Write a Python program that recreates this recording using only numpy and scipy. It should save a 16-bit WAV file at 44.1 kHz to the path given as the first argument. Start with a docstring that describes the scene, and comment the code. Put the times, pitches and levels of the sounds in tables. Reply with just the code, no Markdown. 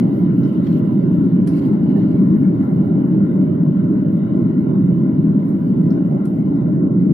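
"""Airliner cabin in the climb

Jet roar comes through the wall as a low, wavering rumble, to a phone held near the window; the window
recess colours it differently at each of two microphones. Air vents hiss: all are noise shaped in frequency.
The phone tilts and a hand rustles over it, lifting bands of that noise; fingers tick and ring the case,
loose trim crackles in tiny high clicks. A gate turns down weak treble bands and a limiter holds the peaks."""
import sys
import numpy as np
from scipy import signal
from scipy.io import wavfile
from scipy.ndimage import uniform_filter1d, minimum_filter1d

SR = 44100
rng = np.random.default_rng(int(sys.argv[2]) if len(sys.argv) > 2 else 0)


def level_to_linear(level):
    """Convert decibel levels to linear amplitude factors, elementwise."""
    exponent = np.asarray(level, float) / 20
    return 10 ** exponent


def master(y):
    """Save y as 16-bit WAV."""
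    cut = np.clip(np.atleast_2d(y).T, -1, 1)
    pcm = np.round(cut * 32767)  # scale
    wavfile.write(sys.argv[1], SR, pcm.astype(np.int16))


N = 314433  # samples

# Uneven level of the low rumble, wavering by a few dB; its mean is the rms of the whole roar:
# start_s, level_db
RUMBLE_LEVEL = [(0, -14), (1.5, -13.5), (3, -13.5), (4.4, -15), (5.2, -13.5), (5.55, -16.5), (5.85, -15),
                (6.3, -16), (6.7, -14), (7.13, -12.5)]
# Rumble through the wall, relative power density: freq_hz, level_db (per Hz)
RUMBLE_SPECTRUM = [(12, -69.5), (20, -37.5), (43, -34.5), (65, -51.5), (91, -23), (139, -4.5), (190, 3),
                   (226, -6.5), (259, -1.5), (310, -6), (355, -13.5), (391, -16.5), (460, -30.5),
                   (520, -34), (680, -59), (1140, -120)]
# Rumble balance between the microphones: freq_hz, left_minus_right_db
RUMBLE_SIDES = [(40, 1), (70, -9), (110, -6.5), (190, 0.5), (320, 1), (400, -12), (500, -15.5)]
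# Cabin booms and nulls in the rumble: centre_hz, width_hz, lift_db
CABIN_BOOMS = [(100, 20, 2), (198, 30, 2), (230, 16, -4), (268, 22, 2.5), (287, 14, -4), (305, 26, 1)]
# Recess resonances at each microphone, on the rumble's scale before trim: centre_hz, width_hz, level_db
RECESS_LEFT = [(610, 160, -33), (870, 120, -37.5), (1024, 240, -34), (1376, 200, -36.5), (1515, 82, -40.5),
               (1680, 330, -51), (1977, 400, -46), (2180, 160, -52.5), (2650, 79, -65.5), (2940, 260, -56),
               (3100, 150, -62.5), (3375, 120, -62), (3600, 150, -61), (3750, 130, -57.5),
               (4000, 81, -64.5), (4320, 120, -72), (4700, 220, -72.5), (5200, 400, -74)]
RECESS_RIGHT = [(580.2, 146, -21), (782, 130, -35.5), (1003, 84, -32.5), (1210, 170, -42),
                (1365, 74, -41.5), (1740, 210, -53.5), (2080, 160, -60.5), (2260, 180, -59),
                (2540, 170, -66.5), (2650, 180, -58.5), (2860, 320, -57.5), (3200, 110, -60),
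                (3500, 500, -72), (3880, 170, -65.5), (4080, 190, -68), (4210, 170, -64), (4520, 180, -68),
                (4800, 220, -67), (5470, 220, -71)]
# Hiss of the air vents, on the rumble's scale before trim: freq_hz, left_db, right_db
VENT_HISS = [(4000, -90, -89), (5860, -88.5, -80), (7600, -84.5, -73), (8640, -78.5, -88), (8900, -66, -85),
             (9560, -85, -71), (10600, -82.5, -82.5), (11200, -78, -73), (11200, -82, -72),
             (12500, -71.5, -68.5), (13300, -83, -65.5), (14000, -86.5, -72.5), (14400, -115, -79.5),
             (15200, -120, -91.5)]
# Likeness of left and right noise, 1 same, 0 unrelated, below 0 opposed: freq_hz, likeness
STEREO_LIKENESS = [(25, .6), (45, .1), (80, 1), (200, 0.97), (350, 0.96), (480, 0.64), (650, 0),
                   (1100, -0.39), (1600, -0.21), (2000, -0.13), (3000, 0.15)]
# Treble mostly dulls as the phone tilts from the pane, before each microphone's share: start_s, lift_db
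PHONE_TILT = [(0, 3.5), (.9, 3), (1.3, 2), (2.2, 1.5), (3.2, 0.5), (4.6, 0), (5.9, 1), (6.6, -0.5),
              (7.13, -5)]
# Passing swells of one band, before uneven strength: start_s, length_s, centre_hz, left_db, right_db
BAND_SWELLS = [(-.05, .3, 792, 5, 6.5), (1.249, 2.1, 1996, -0.5, 9.5), (1.551, .6, 770, 8, 3),
               (2.398, .85, 781, 4.5, 5), (5.999, .7, 783, 3, 6)]
# Flurries in the trim crackle: middle_s, half_length_s, extra_clicks_per_s
CRACKLE_FLURRIES = [(.6, .45, 50), (2.35, 0.13, 20), (4.2, 0.27, 50)]
# Strokes over the case, before band share and unevenness: start_s, length_s, left_db, right_db
HAND_STROKES = [(0.424, 0.21, 3, 2), (0.616, 0.19, 4.5, 7.5), (1.49, 0.29, 3, 9), (1.825, .4, 2.5, 4.5),
                (4.146, .3, 2, 1.5), (6.97, 0.16, 3.5, 6.5)]
# Bands a stroke lifts: centre_hz, width_hz, share_of_lift
STROKE_BANDS = [(4200, 4100, 0.93), (8500, 5600, .8)]
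# Finger ticks, nominal level before the rings add up:
# start_s, level_db, blow_centre_hz, blow_spread_octaves, left_minus_right_db
FINGER_TICKS = [(0.4323, -41.5, 4200, 0.37, -9), (.667, -36.5, 2990, 0.81, -6.5),
                (1.473, -38.5, 4000, 3.9, -10.5), (4.85, -65, 5200, .15, 14.5), (5.15, -56, 5100, .2, 4.5),
                (5.489, -56.5, 11200, .2, 14.5), (5.904, -42, 4800, 0.2, 9.5),
                (6.253, -47.5, 7430, 1.9, 10), (6.56, -54.5, 5000, .15, 4)]
# Bands in which the case rings: centre_hz, width_hz, level_db, tail_t60_s
CASE_RINGS = [(1300, 900, 0, .08), (2260, 1300, 0, .1), (2950, 800, -3, .12), (4300, 1200, -7, .25),
              (5100, 1200, -5.5, .3), (6540, 2300, -10, .1), (8300, 1200, -7.5, .15),
              (9700, 1200, -5.5, .15), (10830, 1200, -1.5, 0.26), (12800, 2000, -12, .15)]


def evened(x):
    """Scales to rms 1."""
    return x / np.sqrt(np.mean(x ** 2) + 1e-20)


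def read(points, hz):
    """Reads the columns of a spectrum table at hz, along a log frequency axis."""
    f, *values = np.transpose(points)
    return np.array([np.interp(np.log(hz + 1), np.log(f + 1), v) for v in values])


def bell(hz, centre_hz, width_hz, steep=2.43):
    """Power of a resonance with steep skirts."""
    return (1 + (2 * (hz - centre_hz) / width_hz) ** 2) ** -steep


def plateau(hz, centre_hz, width_hz):
    """A flat-topped band, 0-1."""
    return np.exp(-(2 * (hz - centre_hz) / width_hz) ** 4)


def stroke(t, start, length):
    """Quick start, flat middle, slower end, 0-1."""
    progress = np.clip((t - start) / length, 0, 1)
    return np.sqrt(abs(np.sin(np.pi * progress ** 0.7)))


def rumble(hz, waver_db):
    """Power of the jet rumble through the wall, with cabin booms and nulls, wavering in level."""
    level_db = read(RUMBLE_SPECTRUM, hz) + read(RUMBLE_SIDES, hz) * [[0.5], [-0.5]]
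    level_db = level_db + sum(db * bell(hz, f, width) for f, width, db in CABIN_BOOMS)
    return level_to_linear(2 * level_db)[..., None] * level_to_linear(2 * waver_db)


def recess(hz, trim_db=-0.4):
    """Power of the upper roar, a sum of window recess resonances at each microphone."""
    sides = [sum(level_to_linear(2 * db) * bell(hz, f, width) for f, width, db in side)
             for side in (RECESS_LEFT, RECESS_RIGHT)]
    return np.array(sides)[..., None] * level_to_linear(2 * trim_db)


def hiss(hz, trim_db=-3.0):
    """Power of the steady air vent hiss at each microphone."""
    return level_to_linear(2 * (read(VENT_HISS, hz) + trim_db))[..., None]


def tilt(hz, t, from_hz=560, full_hz=3500, top_hz=7000, top_share=0.57, left_share=1, right_share=2.2):
    """Treble lift in dB as the phone tilts; the hiss from top_hz up keeps only part of it."""
    treble = read([(from_hz, 0), (full_hz, 1), (top_hz, top_share)], hz)[0]
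    lift_db = np.interp(t, *np.transpose(PHONE_TILT))
    return np.multiply.outer([left_share, right_share], np.outer(treble, lift_db))


def swells(hz, t, scrape, width_over_centre=0.35):
    """Lift in dB as one band of the roar swells unevenly for a while."""
    lift_db = 0
    for start, length, f, *sides_db in BAND_SWELLS:
        band = plateau(hz, f, width_over_centre * f)
        lift_db = lift_db + np.multiply.outer(sides_db, np.outer(band, stroke(t, start, length) * scrape))
    return lift_db


def flicker(hz, frames, rms_db=2, from_hz=3800, full_hz=5500):
    """Random lift in dB: the whole treble flickers together, alike on both sides."""
    wobble = evened(uniform_filter1d(rng.standard_normal(frames), size=3))
    return np.outer(read([(from_hz, 0), (full_hz, rms_db)], hz)[0], wobble)


def stereo_noise(hz, frames, mid_db=2.1, treble_db=2, left_leads_rad=0.3):
    """Random spectra of two partly alike channels, and their slow patchiness in dB."""
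    a, b, c, d, *patches = rng.standard_normal((frames, len(hz), 6)).T
    patches = uniform_filter1d(np.array(patches), 16, 1)  # wide in frequency
    patches = evened(uniform_filter1d(patches, 8, 2))  # slow in time
    depth_db = mid_db * np.minimum(hz / 600, 1) + treble_db * hz / 10000  # the bass is steadiest
    same = np.clip(read(STEREO_LIKENESS, hz)[0], -1, 1)[:, None]
    left = a + 1j * b
    right = same * left + np.sqrt(1 - same ** 2) * (c + 1j * d)
    right = right * np.exp(-1j * left_leads_rad)
    return np.array([left, right]), depth_db[:, None] * patches


def roar(rough=0.4):
    """Short-time noise spectra: rumble, recess and hiss add as powers, then the lifts shape bands."""
    frames, hz = N // 512 + 6, np.fft.rfftfreq(2048, 1 / SR)
    t = np.arange(frames) * 512 / SR
    rumble_db = np.interp(t, *np.transpose(RUMBLE_LEVEL))
    mean_db = rumble_db.mean()
    power = rumble(hz, rumble_db - mean_db) + recess(hz) + hiss(hz)
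    # one uneven strength for strokes and swells
    scrape = 1 + rough * evened(uniform_filter1d(rng.standard_normal(frames), size=2))
    lift_db = tilt(hz, t) + swells(hz, t, scrape) + rustles(hz, t, scrape)
    lift_db = lift_db + flicker(hz, frames)
    noise, patchy_db = stereo_noise(hz, frames)
    spectra = noise * np.sqrt(power) * level_to_linear(lift_db + patchy_db)
    sound = signal.istft(spectra, nperseg=2048, noverlap=1536)[1][:, :N]
    return level_to_linear(mean_db) * evened(sound)


def crackle(least_db=-56, spread_db=4.5, hz=13500, width_hz=2500, clicks_per_s=4):
    """Loose trim near the right microphone: tiny high clicks at random, denser in flurries, a few large."""
    now = np.arange(N) / SR
    flurries = sum(more * np.exp(-((now - s) / half) ** 2) for s, half, more in CRACKLE_FLURRIES)
    size = level_to_linear(spread_db * np.minimum(rng.exponential(1, N), 2.5))
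    size = size * (rng.random(N) < (clicks_per_s + flurries) / SR)
    t = np.arange(-64, 128) / SR
    click = np.exp(-(2 * width_hz * t) ** 2 / 2) * np.cos(2 * np.pi * hz * t)
    return np.outer([0, 1], level_to_linear(least_db) * signal.oaconvolve(size, click)[:N])


def rustles(hz, t, scrape):
    """Lift in dB as a hand strokes the case with uneven strength, in two broad treble bands."""
    rubbed = sum(share * plateau(hz, f, width) for f, width, share in STROKE_BANDS)
    lift_db = 0
    for start, length, *sides_db in HAND_STROKES:
        lift_db = lift_db + np.multiply.outer(sides_db, np.outer(rubbed, stroke(t, start, length) * scrape))
    return lift_db


def ticks(tail_db=-9, click_t60_s=0.022):
    """Each tick is a sharp click that rings the case bands near its centre, each with a noisy tail."""
    out, t = np.zeros((2, N)), np.arange(8192) / SR
    noises = rng.standard_normal((len(FINGER_TICKS), 2, len(t)))
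    for (s, db, centre_hz, octaves, pan_db), noise in zip(FINGER_TICKS, noises):
        tick = 0
        for hz, width, ring_db, t60 in CASE_RINGS:
            click = noise[0] * level_to_linear(-60 * t / click_t60_s)  # the same on both sides
            burst = click + noise * level_to_linear(tail_db - 60 * t / t60)
            edges = [hz - width / 2, hz + width / 2]
            ring = signal.sosfilt(signal.butter(4, edges, "bandpass", fs=SR, output="sos"), burst)
            nearness = np.exp(-(np.log2(hz / centre_hz) / octaves) ** 2)
            tick = tick + level_to_linear(ring_db) * nearness * ring / abs(ring).max()
        part = out[:, round(s * SR):][:, :len(t)]  # a view: adding to it fills out
        sides = level_to_linear([[db + pan_db / 2], [db - pan_db / 2]])
        part += (sides * tick)[:, :part.shape[1]]
    return out


def scene():
    """All sources at the two microphones."""
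    return roar() + crackle() + ticks()


def gate(x, knee_db=-95, depth_db=-25, from_hz=1500, tilt_db_per_octave=-5):
    """A gate turns down treble bands whose power falls under a sloping knee."""
    hz, _, z = signal.stft(x, SR, nperseg=1024, noverlap=768)
    power = uniform_filter1d(abs(z) ** 2, size=5, axis=1)  # over frequency
    power = uniform_filter1d(power, size=4, axis=2)  # over time
    power_db = 10 * np.log10(power + 1e-20)
    octaves = np.log2(np.clip(hz, 1, 6000) / 6000)[:, None]
    knee = knee_db + tilt_db_per_octave * octaves  # higher in the low treble
    shut = np.clip((knee - power_db) / 2, 0, 1) * (hz > from_hz)[:, None]
    return signal.istft(z * level_to_linear(depth_db * shut), nperseg=1024, noverlap=768)[1][:, :N]


def limit(x, ceiling_db=-3.4):
    """Limiter: turns both channels down together, smoothly, around peaks over the ceiling."""
    room = np.minimum(level_to_linear(ceiling_db) / (abs(x).max(0) + 1e-9), 1)
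    gain = minimum_filter1d(room, size=801)
    gain = uniform_filter1d(uniform_filter1d(gain, size=400), size=400)
    return x * gain


def top_cut(x):
    """Nothing passes above the cut-off."""
    return signal.sosfilt(signal.butter(12, 15700, fs=SR, output="sos"), x)


def record(dry):
    """Treble gate, then limiter, to the finished mix."""
    mix = limit(gate(dry))
    return top_cut(mix)


dry = scene()
out = record(dry)
master(out)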